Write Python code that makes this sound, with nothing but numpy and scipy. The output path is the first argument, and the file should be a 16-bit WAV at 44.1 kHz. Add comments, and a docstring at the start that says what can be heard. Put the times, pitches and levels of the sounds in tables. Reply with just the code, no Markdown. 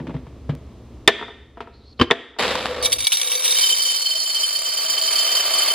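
"""Coffee at a kitchen counter, heard from close by over a low hum. A hand pats a grinder's hopper lid (struck modes),
a glass jar is set down, its wooden lid knocks, its seal squeaks (wavering noise band) and pops, and the lid is laid aside.
Beans slide down a plastic bag (random impacts through crackle and modes), tick singly on the jar's bare base,
then swell to a stream whose collisions rattle, ring the glass wall and patter on the growing heap."""
import sys
import numpy as np
from scipy import signal
from scipy.fft import rfft, irfft, next_fast_len
from scipy.io import wavfile
from scipy.ndimage import uniform_filter1d

SR = 44100
rng = np.random.default_rng(int(sys.argv[2]) if len(sys.argv) > 2 else 0)


def unload_wav(signal):
    """Save mono or channel-first audio to the path in sys.argv[1] as 16-bit WAV at rate SR, clipped to [-1, 1]."""
    wavfile.write(
        sys.argv[1],
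        SR,
        np.round(np.clip(np.atleast_2d(signal).T, -1, 1) * 32767).astype(np.int16),
    )


N = 253134
TIME = np.arange(N) / SR

# port difference against sum for blows, room tail and hum: freq_hz, ratio_db
KNOCK_WIDTH = [(60, -30), (400, -17.5), (3000, -16), (6000, -0.5), (12000, 7.5)]
POUR_START_S = 2.822
COVERED_S, COVERING_S = 3.895, 0.14   # base half muted by beans; how gradually


def from_db(db):
    """Decibels to gain."""
    return 10 ** (np.asarray(db) / 20)


def rms_one(x):
    """Scale to unit rms."""
    return x / np.sqrt(np.mean(x ** 2) + 1e-20)


def in_time(rows):
    """Each column of a curve at every sample."""
    s, *columns = np.transpose(rows)
    return [np.interp(TIME, s, column) for column in columns]


def at_hz(points, hz):
    """Read a spectrum on a log-frequency axis."""
    freq_hz, value = np.transpose(points)
    return np.interp(np.log(hz + 1), np.log(freq_hz), value)


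def envelope(start_s, length_s, attack_s, release_db_per_s):
    """Linear attack, hold until length_s, release linear in dB."""
    age_s = TIME - start_s
    release_db = -release_db_per_s * np.maximum(age_s - length_s, 0)
    return np.clip(age_s / attack_s, 0, 1) * from_db(release_db)


def transition(middle_s, time_s):
    """Smooth change from 0 to 1."""
    return .5 + .5 * np.tanh((TIME - middle_s) / (2 * time_s))


def colour(x, spectrum):
    """Causal (minimum-phase) filter with the given gains."""
    size = 4096
    hz = np.arange(size // 2 + 1) * SR / size
    cepstrum = irfft(np.log(from_db(at_hz(spectrum, hz))))
    cepstrum[1:size // 2] *= 2   # fold to minimum phase
    cepstrum[size // 2 + 1:] = 0
    impulse_response = irfft(np.exp(rfft(cepstrum)))
    return signal.fftconvolve(x, impulse_response)[:N]


def resonance(x, hz, width_hz):
    """Two-pole resonance with gain 1 on top."""
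    r = np.exp(-np.pi * width_hz / SR)
    zeros = np.array([1, 0, -1]) * (1 - r * r) / 2
    poles = [1, -2 * r * np.cos(2 * np.pi * hz / SR), r * r]
    return signal.lfilter(zeros, poles, x + 1e-18)


def clicks(seconds, level_db):
    """One impulse for each contact."""
    out = np.zeros(N)
    out[np.round(np.asarray(seconds) * SR).astype(int)] = from_db(level_db)
    return out


def chatter(seconds, level_db, bounce_s, loss_db, count=6):
    """A bean touches several times in quick succession, each touch loss_db below the last."""
    gaps_s = bounce_s * rng.uniform(.5, 1.5, (len(seconds), count))
    delays_s = np.cumsum(gaps_s, axis=1) - gaps_s[:, :1]
    return sum(clicks(seconds + delays_s[:, k], level_db - k * loss_db) for k in range(count))


def collisions(per_s, spread_db):
    """Random impacts of uneven size; rms 1."""
    born = rng.random(N) < per_s / SR
    size_db = spread_db * np.minimum(rng.exponential(1, N), 3)
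    return rms_one(born * from_db(size_db) / np.sqrt(per_s))


def crackle(hits, t60_s):
    """Every impact becomes a dying burst of noise of the same energy."""
    r = from_db(-120 / (t60_s * SR))   # decay of power per sample
    power = signal.lfilter([1 - r], [1, -r], hits ** 2 + 1e-18)
    return np.sqrt(power) * rng.standard_normal(N)


def ring(hits, modes, spread_db):
    """Each impact lands on another spot, so it drives every mode with its own strength and sign."""
    at, out = np.flatnonzero(hits), np.zeros(N)
    for hz, width_hz, level_db in modes:
        drive = np.zeros(N)
        sign = rng.choice([-1, 1], len(at))
        strength_db = level_db + spread_db * rng.uniform(-0.73, 1, len(at))
        drive[at] = hits[at] * sign * from_db(strength_db)
        out += resonance(drive, hz, width_hz)
    return out


def ports(mid, side, width):
    """Two close microphone ports from sum and difference, whose ratio in dB follows width over frequency."""
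    hz = np.geomspace(40, 16000, 60)
    ratio_db = at_hz(width, hz)
    mid_db = -10 * np.log10(1 + from_db(ratio_db) ** 2)
    common = colour(mid, np.c_[hz, mid_db])
    opposed = colour(side, np.c_[hz, mid_db + ratio_db])
    return common + opposed * [[1], [-1]]


def kitchen(x):
    """Diffuse tail of the hard-walled room: coloured sound convolved with decaying noise."""
    # wall reflection: freq_hz, level_db
    walls = [(80, -17), (400, 1), (1000, -8.5), (2000, -2), (3700, -3.5), (4400, -4.5), (9000, -8),
             (14000, -40.5)]
    t60_s, onset_s = 0.73, 0.0018
    t = TIME[:SR]
    tails = rng.standard_normal((2, SR)) * from_db(-60 * t / t60_s) * (1 - np.exp(-t / onset_s))
    dull = colour(x, walls)
    mid, side = [signal.fftconvolve(dull, tail / np.linalg.norm(tail))[:N] for tail in tails]
    return ports(mid, side, KNOCK_WIDTH)


def blows(rows, modes, level_db, crack_db, crack_t60_s, room_db):
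    """Contacts ring a body and add a short crack; a softer contact is duller."""
    # crack colour: freq_hz, level_db
    thud = [(60, -16.5), (200, -7), (1000, -3), (2200, -6), (3700, -7), (4500, -15), (9000, -25.5),
            (15000, -32)]
    force, cracks = np.zeros(N), np.zeros((2, N))
    t = TIME[:SR // 4]
    for s, blow_db, bright_hz in rows:
        at = round(max(s, 0) * SR)
        span = slice(at, at + len(t))
        soft = np.exp(-2 * np.pi * bright_hz / SR)   # one-pole low-pass
        decay = from_db(-60 * t / crack_t60_s)
        burst = decay / np.linalg.norm(decay) * rng.standard_normal((2, len(t)))
        force[span] += from_db(blow_db) * (1 - soft) * soft ** np.arange(len(t))
        cracks[:, span] += from_db(blow_db) * signal.lfilter([1 - soft], [1, -soft], burst)
    body = np.zeros(N)
    for k, (hz, width_hz, mode_db) in enumerate(modes):
        body += (-1) ** k * from_db(mode_db) * resonance(force, hz, width_hz)
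    mid, side = [from_db(level_db) * (body + from_db(crack_db) * colour(crack, thud)) for crack in cracks]
    return ports(mid, side, KNOCK_WIDTH) + from_db(room_db) * kitchen(mid)


def palm():
    """Palm brushing over the plastic hopper lid: a dull, short rustle of band-passed noise."""
    hz, width_hz, level_db = 262, 175, -35
    friction = resonance(rng.standard_normal(N), hz, width_hz)
    friction = resonance(friction, hz, width_hz)
    stroke = envelope(0, length_s=0.1, attack_s=0.003, release_db_per_s=108)
    return from_db(level_db) * rms_one(friction) * stroke


def hum():
    """Low rumble of coloured noise with mains lines; its level steps up and down, nearly gone early in the pour."""
    # rumble: freq_hz, level_db (per Hz)
    rumble_spectrum = [(15, -73.5), (25, -19), (42, -22), (65, -3.5), (151, -29), (237, -16.5), (392, -25),
                       (460, -26), (498, -27), (824, -36.5), (1130, -36), (1510, -45.5), (3350, -46.5),
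                       (14000, -61.5)]
    # steady lines: freq_hz, level_db (against the rumble)
    mains = [(59.5, -13), (119, -10.5)]
    # held levels: start_s, level_db
    steps = [(0, -39.5), (1.08, -47.5), (2.1, -60), (2.39, -42), (3.055, -76)]
    step_s = 0.024
    level_db = np.full(N, float(steps[0][1]))
    for s, step_db in steps:
        level_db[TIME >= s] = step_db
    mid, side = [colour(rng.standard_normal(N), rumble_spectrum) for _ in range(2)]
    rumble = rms_one(ports(mid, side, KNOCK_WIDTH))
    lines = np.zeros(N)
    for hz, db in mains:
        lines += from_db(db) * np.sqrt(2) * np.sin(2 * np.pi * (hz * TIME + rng.random()))
    return from_db(uniform_filter1d(level_db, int(step_s * SR))) * (rumble + lines)


def hopper_lid():
    """Hand pats the hopper lid shut: soft blows ring its low modes."""
    # pats: start_s, level_db, brightness_hz
    pats = [(.001, -7, 900), (.070, -10.5, 3000), (.0945, -6, 895), (.105, -8.5, 600), (.142, -10, 1470),
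            (.148, 0, 160), (.165, -12, 1400), (.268, -18, 1400), (.4925, 9, 150), (.4955, -7.5, 3020),
            (.503, -11, 1500), (.520, -9.5, 250), (.535, -12, 303.5)]
    # hopper modes: freq_hz, width_hz, level_db
    hopper = [(62, 18, -25), (144, 28, 1.5), (162, 44, -4), (252, 11, -4.5), (333, 25, -19.5),
              (455, 75, -16.5), (650, 55, -19), (890, 130, -22.5), (1850, 66, -26.5), (2040, 49, -27)]
    return blows(pats, hopper, level_db=35.5, crack_db=-24.5, crack_t60_s=0.1, room_db=-9.5)


def dry_click():
    """A faint, dry click after the last pat: one coloured impulse."""
    # click colour: freq_hz, level_db
    spectrum = [(300, 11), (3000, 4), (15000, -11)]
    return colour(clicks([0.5518], -22), spectrum)


def set_downs():
    """Jar, then its lid, meet the counter and ring it; the walls return the crack as a diffuse wash."""
    # contacts: start_s, level_db, brightness_hz
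    contacts = [(1.0766, 2, 9100), (1.0799, -2, 5060), (2.1106, -3.5, 2400), (2.1164, -12, 1800)]
    # counter modes: freq_hz, width_hz, level_db
    counter = [(236, 8, -12.5), (409.5, 22, 5.5), (478, 29, 2), (668.6, 22, -3.5), (1120, 75, -17.5),
               (1289, 170, -9), (1760, 26, -1), (1850, 160, -0.5), (2360, 600, -7), (2440, 100, -17.5),
               (3450, 300, 0), (3650, 180, 1), (4600, 300, -20.5), (8450, 810, -27)]
    # wash colour: freq_hz, level_db (per Hz)
    wash_spectrum = [(200, -15.5), (450, -3.5), (1000, 0.5), (1550, -0.5), (1830, 8), (2050, -2.5),
                     (2350, -2), (2700, -5.5), (3200, 3), (3700, 3), (4100, -17), (8000, -20.5),
                     (12000, -33)]
    wash_db = 12
    s, contact_db, _ = np.transpose(contacts)
    wash = kitchen(colour(clicks(s, contact_db + wash_db), wash_spectrum))
    return blows(contacts, counter, level_db=37.0, crack_db=-7.0, crack_t60_s=0.055, room_db=-17) + wash


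def lid_knocks():
    """Fingers knock the wooden lid against the rim and ring its modes."""
    # knocks: start_s, level_db, brightness_hz
    knocks = [(1.192, -6, 1200), (1.212, 0.5, 1100), (1.226, 2, 1100), (1.237, -23, 600),
              (1.282, -5.5, 1500), (1.303, -16, 900), (1.572, -5.5, 800), (1.578, -12, 697),
              (1.605, 1.5, 2160), (1.612, -20, 1300), (1.673, -7.5, 895), (2.104, 8.5, 2480),
              (2.364, -14, 1200)]
    # lid modes: freq_hz, width_hz, level_db
    lid = [(241, 10.6, 3), (411, 45, 1), (479, 21, 0.5), (683, 17, 4), (948, 42, 3), (1314, 126, -2),
           (1910, 200, -11.5)]
    return blows(knocks, lid, level_db=15.0, crack_db=-9.5, crack_t60_s=0.11, room_db=-6.5)


def seal():
    """Rubber seal slips on glass: a faint squeak in a wider scuff, noise on a carrier of wavering pitch."""
    # slips: start_s, pitch_hz, level_db
    slips = [(1.71, 3900, -82), (1.74, 4150, -58), (1.78, 4400, -65), (1.812, 4070, -64),
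             (1.832, 4020, -62), (1.87, 4280, -59), (1.905, 4450, -58), (1.932, 4230, -57.5),
             (1.955, 4150, -81), (1.985, 4180, -57), (2.02, 4350, -80)]
    hz, level_db = in_time(slips)
    phase = 2 * np.pi * np.cumsum(hz) / SR
    out = np.zeros(N)
    for half_width_hz, part_db in (190, 0), (700, -3.5):   # squeak, scuff
        lowpass = signal.butter(2, half_width_hz, fs=SR, output="sos")
        hoarse = signal.sosfilt(lowpass, rng.standard_normal((2, N)))
        out += from_db(part_db) * rms_one(hoarse[0] * np.sin(phase) + hoarse[1] * np.cos(phase))
    return out * from_db(level_db) * (TIME > slips[0][0]) * (TIME < slips[-1][0])


def lid_pops():
    """Seal lets go and the lid clips the rim, ringing the opened jar."""
    # contacts: start_s, level_db, brightness_hz
    pops = [(1.9925, -24, 2500), (1.9975, -8.5, 5000), (2.004, -27, 5040), (2.002, -6.5, 400),
            (2.010, 4, 300), (2.0133, 1.5, 4930), (2.0182, -1, 1500)]
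    # open jar modes: freq_hz, width_hz, level_db
    open_jar = [(83.5, 19, 1), (241, 42, -1.5), (300, 24, -1), (335, 18, -1), (480, 26, 2.5),
                (1075, 86, -1), (1163, 190, -5.5), (1625, 44, -10), (1760, 57, -10.5), (3107, 72, -2),
                (4510, 41, -12), (5000, 49, -11)]
    return blows(pops, open_jar, level_db=35, crack_db=-12.5, crack_t60_s=0.074, room_db=-14.5)


def bag():
    """Beans tumble along the plastic, whose hollow booms; creases snap; the rustle fades as beans settle into sliding."""
    # bag tipped: start_s, length_s, rustle_db, boom_db
    slides = [(2.385, 0.47, -13.5, -8.5), (3.206, 0.31, -44.5, -21)]
    # crease snaps: start_s, level_db
    creases = [(2.394, -1.5), (2.425, -3), (2.427, -2), (2.554, 1.5), (2.657, -2), (2.665, -7)]
    # hollow modes: freq_hz, width_hz, level_db
    hollow_modes = [(504, 30, 3.5), (647, 17, -5), (1163, 59, -8.5), (1810, 63, -16), (2300, 19, -23)]
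    # rustle colour: freq_hz, level_db
    rustle_spectrum = [(60, -28), (200, 0), (450, 4.5), (1200, 3), (1600, 1), (3800, 0), (5200, -7),
                       (6200, -15.5), (9000, -14), (11000, -12.5), (12600, -19), (15000, -19)]
    # port difference against sum: freq_hz, ratio_db
    width = [(100, -19), (600, -21), (3500, -13.5), (5500, 4.5), (8000, -0.5), (10500, 34), (15000, 61)]
    rustle_fade_db_per_s = 38
    rustle_gain, boom_gain = np.zeros((2, N))
    for s, length_s, rustle_db, boom_db in slides:
        sliding = envelope(s, length_s, attack_s=0.0041, release_db_per_s=119)
        rustle_gain += sliding * from_db(rustle_db - rustle_fade_db_per_s * np.maximum(TIME - s, 0))
        boom_gain += sliding * from_db(boom_db)
    tumble = collisions(2000, spread_db=2.5)
    snaps = from_db(9.5) * clicks(*np.transpose(creases))
    hollow = ring(tumble * boom_gain + snaps, hollow_modes, spread_db=-1.5)
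    heard = []
    for _ in range(2):   # sum and difference of the ports
        rustle = crackle(tumble * rustle_gain, t60_s=0.025) + crackle(snaps, t60_s=0.018)
        heard.append(colour(rustle, rustle_spectrum) + hollow)
    return ports(*heard, width)


def clinks():
    """Single beans bounce on the bare base with a crack and own pitch, others graze the rim; returns base force, sound."""
    # landings: start_s, level_db, pitch_hz, loss_db (per bounce)
    base_hits = [(2.826, -16, 4420, 0), (2.843, -15, 4230, -0.5), (2.8574, -4.5, 3500, 3.5),
                 (2.9198, -11, 3000, 2.5), (2.9268, -5, 3380, 2.5), (2.9846, -18, 2600, 1.5),
                 (3.004, -14, 3750, 2), (3.024, -15.5, 3320, 4), (3.0407, -20.5, 3650, -1),
                 (3.0693, -4, 3400, 3), (3.1199, -6, 2994, 1.5), (3.1357, -13.5, 3600, 1),
                 (3.147, -16.5, 3800, 0), (3.1707, -11, 3100, 4.5), (3.182, -19, 3800, 3),
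                 (3.2147, -7, 3400, 5.5), (3.232, -14, 2400, 7), (3.2726, -18, 4000, 2),
                 (3.3018, -17, 3300, 9), (3.318, -11, 2870, 2.5), (3.334, -16, 2500, 4),
                 (3.3523, -10, 3495, 5), (3.441, -12.5, 3900, 0.5), (3.456, -12, 3000, 1.5),
                 (3.4788, -9.5, 3800, 6), (3.5085, -11.5, 3840, 0.5), (3.5239, -10.5, 3701, 10),
                 (3.587, -12, 3900, 0)]
    # crack colour: freq_hz, level_db (per Hz)
    crack_spectrum = [(300, -25), (1000, -7.5), (1700, -15.5), (2300, -2), (4000, 2), (5200, -12),
                      (9000, -28), (14000, -23)]
    # beans graze the rim leaving the bag: start_s, level_db
    rim_ticks = [(2.815, 21), (2.978, 13), (2.993, 22), (3.046, 25), (3.254, 14), (3.374, 25), (3.395, 17)]
    clink_db, clink_width_hz, crack_db = 21.5, 380, 12.5
    rim_hz, rim_width_hz = 4580, 21
    force, sound = np.zeros((2, N))
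    for s, level_db, hz, loss_db in base_hits:
        touches = chatter(np.array([s]), level_db, bounce_s=.0026, loss_db=loss_db)
        force += touches
        sound += from_db(clink_db) * resonance(touches, hz, clink_width_hz)
    crack = from_db(crack_db) * colour(crackle(force, t60_s=0.014), crack_spectrum)
    rim = resonance(clicks(*np.transpose(rim_ticks)), rim_hz, rim_width_hz)
    return force, sound + crack + rim


def impacts(first):
    """Flow sets rate and force of collisions on beans, base, wall and heap; the heap soon mutes the base."""
    # stream strength: start_s, level_db
    flow = [(2.83, -41), (3.12, -40), (3.3, -37), (3.63, -36), (3.83, -42), (4.13, -44), (4.68, -42),
            (5.36, -35), (5.74, -35)]
    # loudest beans flung at the wall: start_s, ping_db, contact_db
    wall_hits = [(3.559, -26, -32), (3.609, -23, -20), (3.6305, -16, -24), (3.661, -23, -22),
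                 (3.699, -20, -23), (3.7221, -17, -26), (3.793, -24, -24), (3.821, -30, -22.5),
                 (3.852, -22, -23.5), (3.884, -21, -27), (3.977, -28, -34), (4.016, -27, -27),
                 (4.056, -23, -26.5), (4.109, -23, -28), (4.153, -26.5, -29), (4.199, -35, -25.5),
                 (4.223, -29, -26), (4.258, -31.5, -42), (4.297, -30, -31), (4.3465, -27.5, -22),
                 (4.361, -24, -27.5), (4.396, -30, -29), (4.4312, -17.5, -24), (4.5529, -25, -23.5),
                 (4.6521, -24, -32), (4.689, -31, -35), (4.723, -26.5, -30), (4.771, -26.5, -28),
                 (4.829, -32, -33), (4.8573, -23.5, -29), (4.8985, -26.5, -22), (4.930, -30, -33),
                 (4.971, -27, -33), (5.013, -30, -25), (5.036, -30, -24.5), (5.0747, -25.5, -23),
                 (5.123, -24.5, -24.5), (5.155, -29, -22), (5.183, -22, -20), (5.210, -20.5, -24),
                 (5.245, -20.5, -23.5), (5.2745, -22.5, -25), (5.316, -22, -21), (5.352, -30, -21),
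                 (5.368, -17, -21.5), (5.402, -21.5, -32), (5.464, -24.5, -33), (5.537, -20.5, -24),
                 (5.584, -20.5, -22), (5.617, -21, -22.5), (5.675, -22, -23), (5.702, -21.5, -27)]
    # levels are at mean flow; "follows" is the share of the flow's swing
    collisions_per_s, rate_follows = 750, .7
    trickle_db, full_stream_s = -8, 3.62   # starts weaker, builds up until then
    reach_wall_s, reaching_s = 3.54, 0.016   # stream arcs far enough to hit the wall
    strays_per_s, stray_db = 10, -29.5   # single beans that glance off the wall
    rattle_db, base_db = -19.5, -14.5
    wall_db, wall_follows = -7, 0.031
    high_wall_db, high_wall_follows = -2.5, 0.35
    heap_db, heap_follows, heap_rise_db_per_s = -29.5, 0.7, 3.5   # heap climbs to the mouth
    base_hit_ring_db, base_hit_click_db = 23.5, 9
    wall_hit_ring_db, wall_hit_low_ring_db, wall_hit_click_db = 43.5, 57.5, 24.5

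    flow_db, = in_time(flow)
    build_up_db = np.interp(TIME, [POUR_START_S, full_stream_s], [trickle_db, 0])
    surge_db = flow_db - flow_db[TIME > POUR_START_S].mean() + build_up_db
    bare = 1 - 0.9 * transition(COVERED_S, COVERING_S)
    at_wall = transition(reach_wall_s, reaching_s)
    stream = collisions(collisions_per_s * from_db(rate_follows * surge_db), spread_db=0.5)
    stream = stream * (TIME > POUR_START_S)

    strays_s = TIME[(rng.random(N) < at_wall * strays_per_s / SR) & (TIME < TIME[-1] - .1)]
    s, ping_db, contact_db = np.transpose(wall_hits)
    flung_db = np.r_[contact_db, np.full(len(strays_s), stray_db)]
    flung = chatter(np.r_[s, strays_s], flung_db, bounce_s=.0028, loss_db=1.55)

    on_beans = stream * from_db(surge_db + rattle_db)
    on_beans += from_db(base_hit_click_db) * first + from_db(wall_hit_click_db) * flung
    on_base = stream * bare * from_db(surge_db + base_db) + from_db(base_hit_ring_db) * first
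    on_wall = stream * at_wall * from_db(wall_db + wall_follows * surge_db)
    on_wall += from_db(wall_hit_ring_db) * flung
    high_on_wall = stream * at_wall * from_db(high_wall_db + high_wall_follows * surge_db)
    high_on_wall += clicks(s, ping_db + wall_hit_low_ring_db)
    rise_db = heap_rise_db_per_s * (TIME - COVERED_S)
    on_heap = stream * from_db(heap_db + heap_follows * surge_db + rise_db)
    return on_beans, on_base, on_wall, high_on_wall, on_heap, bare


def ping(hits):
    """Two close, coupled wall modes: the ring swells for a moment, then beats away over a longer, quieter note."""
    # lowest wall mode, split in two: freq_hz, width_hz
    pair = [(3084, 31), (3110, 42)]
    sustain_hz, sustain_width_hz, sustain_db = 3094, 11, -9
    swell = hits
    for hz, width_hz in pair:
        swell = resonance(swell, hz, width_hz)
    return swell + from_db(sustain_db) * resonance(hits, sustain_hz, sustain_width_hz)


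def lean(pair):
    """The jar's upper ring reaches the right port more strongly."""
    # left minus right: freq_hz, level_db
    balance = [(3000, 0), (4150, 0), (4450, -4.5), (5000, -4), (5600, -1), (7000, -1.8), (9000, 0)]
    size = 2 * next_fast_len(N // 2 + SR // 20)
    lean_db = at_hz(balance, np.arange(size // 2 + 1) * SR / size)
    return irfft(rfft(pair, size) * from_db([lean_db / 2, -lean_db / 2]))[:, :N]


def pour():
    """One stream of collisions rattles, rings glass and the jar's air, and patters on the heap."""
    # modes of base, wall, foot (shallow heap), wall under a deep heap: freq_hz, width_hz, level_db
    base_modes = [(2272, 39, -2.5), (2890, 84, -9), (3200, 110, -8), (3555, 37, -11), (3590, 150, -7.5),
                  (3780, 66, 4), (4590, 38, -1.5), (5080, 78, -12), (5624, 89, 2.5), (6280, 32, 3.5),
                  (8030, 89, -22), (8520, 92, 5), (9120, 137, 3.5), (10600, 39, 0), (10700, 9.3, 1),
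                  (12400, 93, -11), (12370, 30, 10), (12600, 110, -11), (13800, 91, -6)]
    wall_modes = [(3660, 84, -24), (4170, 36, -15), (4474, 44, -5.5), (4520, 98, -7), (4660, 64, -16),
                  (4942, 32, -0.5), (5910, 31, -3.5), (7160, 27.5, -5), (7770, 59, -15), (8070, 67, -10.5),
                  (8320, 71, -15), (9920, 47, -2.5), (9900, 74, -6), (10650, 35, -9), (13600, 36, -1.5),
                  (15400, 34, -3.5)]
    foot_modes = [(4350, 20, 5.3)]
    loaded_modes = [(4408, 42, -3.5), (4508, 67, -8), (4640, 60, -8)]
    # air column, shorter as the jar fills: freq_hz, width_hz, level_db
    air_empty = [(501, 19, 1.5), (1086, 150, -4)]
    air_filled = [(647.6, 20, -1.5), (820, 8, -36), (1179, 81, -6)]
    # colours of bean on bean and of the heap: freq_hz, level_db
    rattle_spectrum = [(300, -43.5), (1200, -20), (2200, -7.5), (4400, -10), (5400, -10), (6500, -11.5),
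                       (8500, -11.5), (10700, -17), (11600, -65), (12600, 10), (14000, -23), (15500, -17)]
    heap_spectrum = [(60, -37), (180, -22.5), (350, -8), (550, -0.5), (850, -3), (1200, -4), (2000, -4.5),
                     (3500, -3), (6000, -40)]
    # port difference against sum: freq_hz, ratio_db
    width = [(500, -60), (3100, -51), (3750, -8.5), (4450, -9), (4950, -2), (5800, 14), (7100, -3),
             (8400, 13.5), (10500, 21.5), (15000, 25)]
    foot_buried_s = 4.49

    first, clinking = clinks()
    on_beans, on_base, on_wall, high_on_wall, on_heap, bare = impacts(first)
    deep = transition(foot_buried_s, COVERING_S)
    shallow = transition(COVERED_S, COVERING_S) - deep
    highpass = signal.butter(2, 1300, "high", fs=SR, output="sos")   # thin glass radiates no bass
    heard = []
    for _ in range(2):   # sum and difference of the ports
        glass = ring(on_base, base_modes, spread_db=7.0)
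        glass += ring(on_wall, wall_modes, spread_db=4.5)
        glass += ping(high_on_wall)
        glass += ring(on_wall * shallow, foot_modes, spread_db=7.0)
        glass += ring(on_wall * deep, loaded_modes, spread_db=3.0)
        glass = signal.sosfilt(highpass, glass)
        air = ring(on_heap * bare, air_empty, spread_db=2.5)
        air += ring(on_heap * (1 - bare), air_filled, spread_db=9.0)
        rattle = colour(crackle(on_beans, t60_s=0.04), rattle_spectrum)
        patter = colour(crackle(on_heap, t60_s=0.045), heap_spectrum)
        heard.append(glass + from_db(8.0) * air + rattle + patter)
    direct = lean(ports(*heard, width) + clinking)
    return direct + from_db(-15.5) * kitchen(heard[0] + clinking)


def scene():
    """All sources at the microphone."""
    handling = hopper_lid() + set_downs() + lid_knocks() + lid_pops()
    return palm() + hum() + dry_click() + handling + seal() + bag() + pour()


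def record(dry):
    """Peaks near full scale overload smoothly; the top is cut."""
    cutoff_hz = 15600
    clipped = dry / (1 + dry ** 8) ** (1 / 8)
    lowpass = signal.ellip(10, .2, 70, cutoff_hz, fs=SR, output="sos")
    return signal.sosfilt(lowpass, clipped)


dry = scene()
out = record(dry)
unload_wav(out)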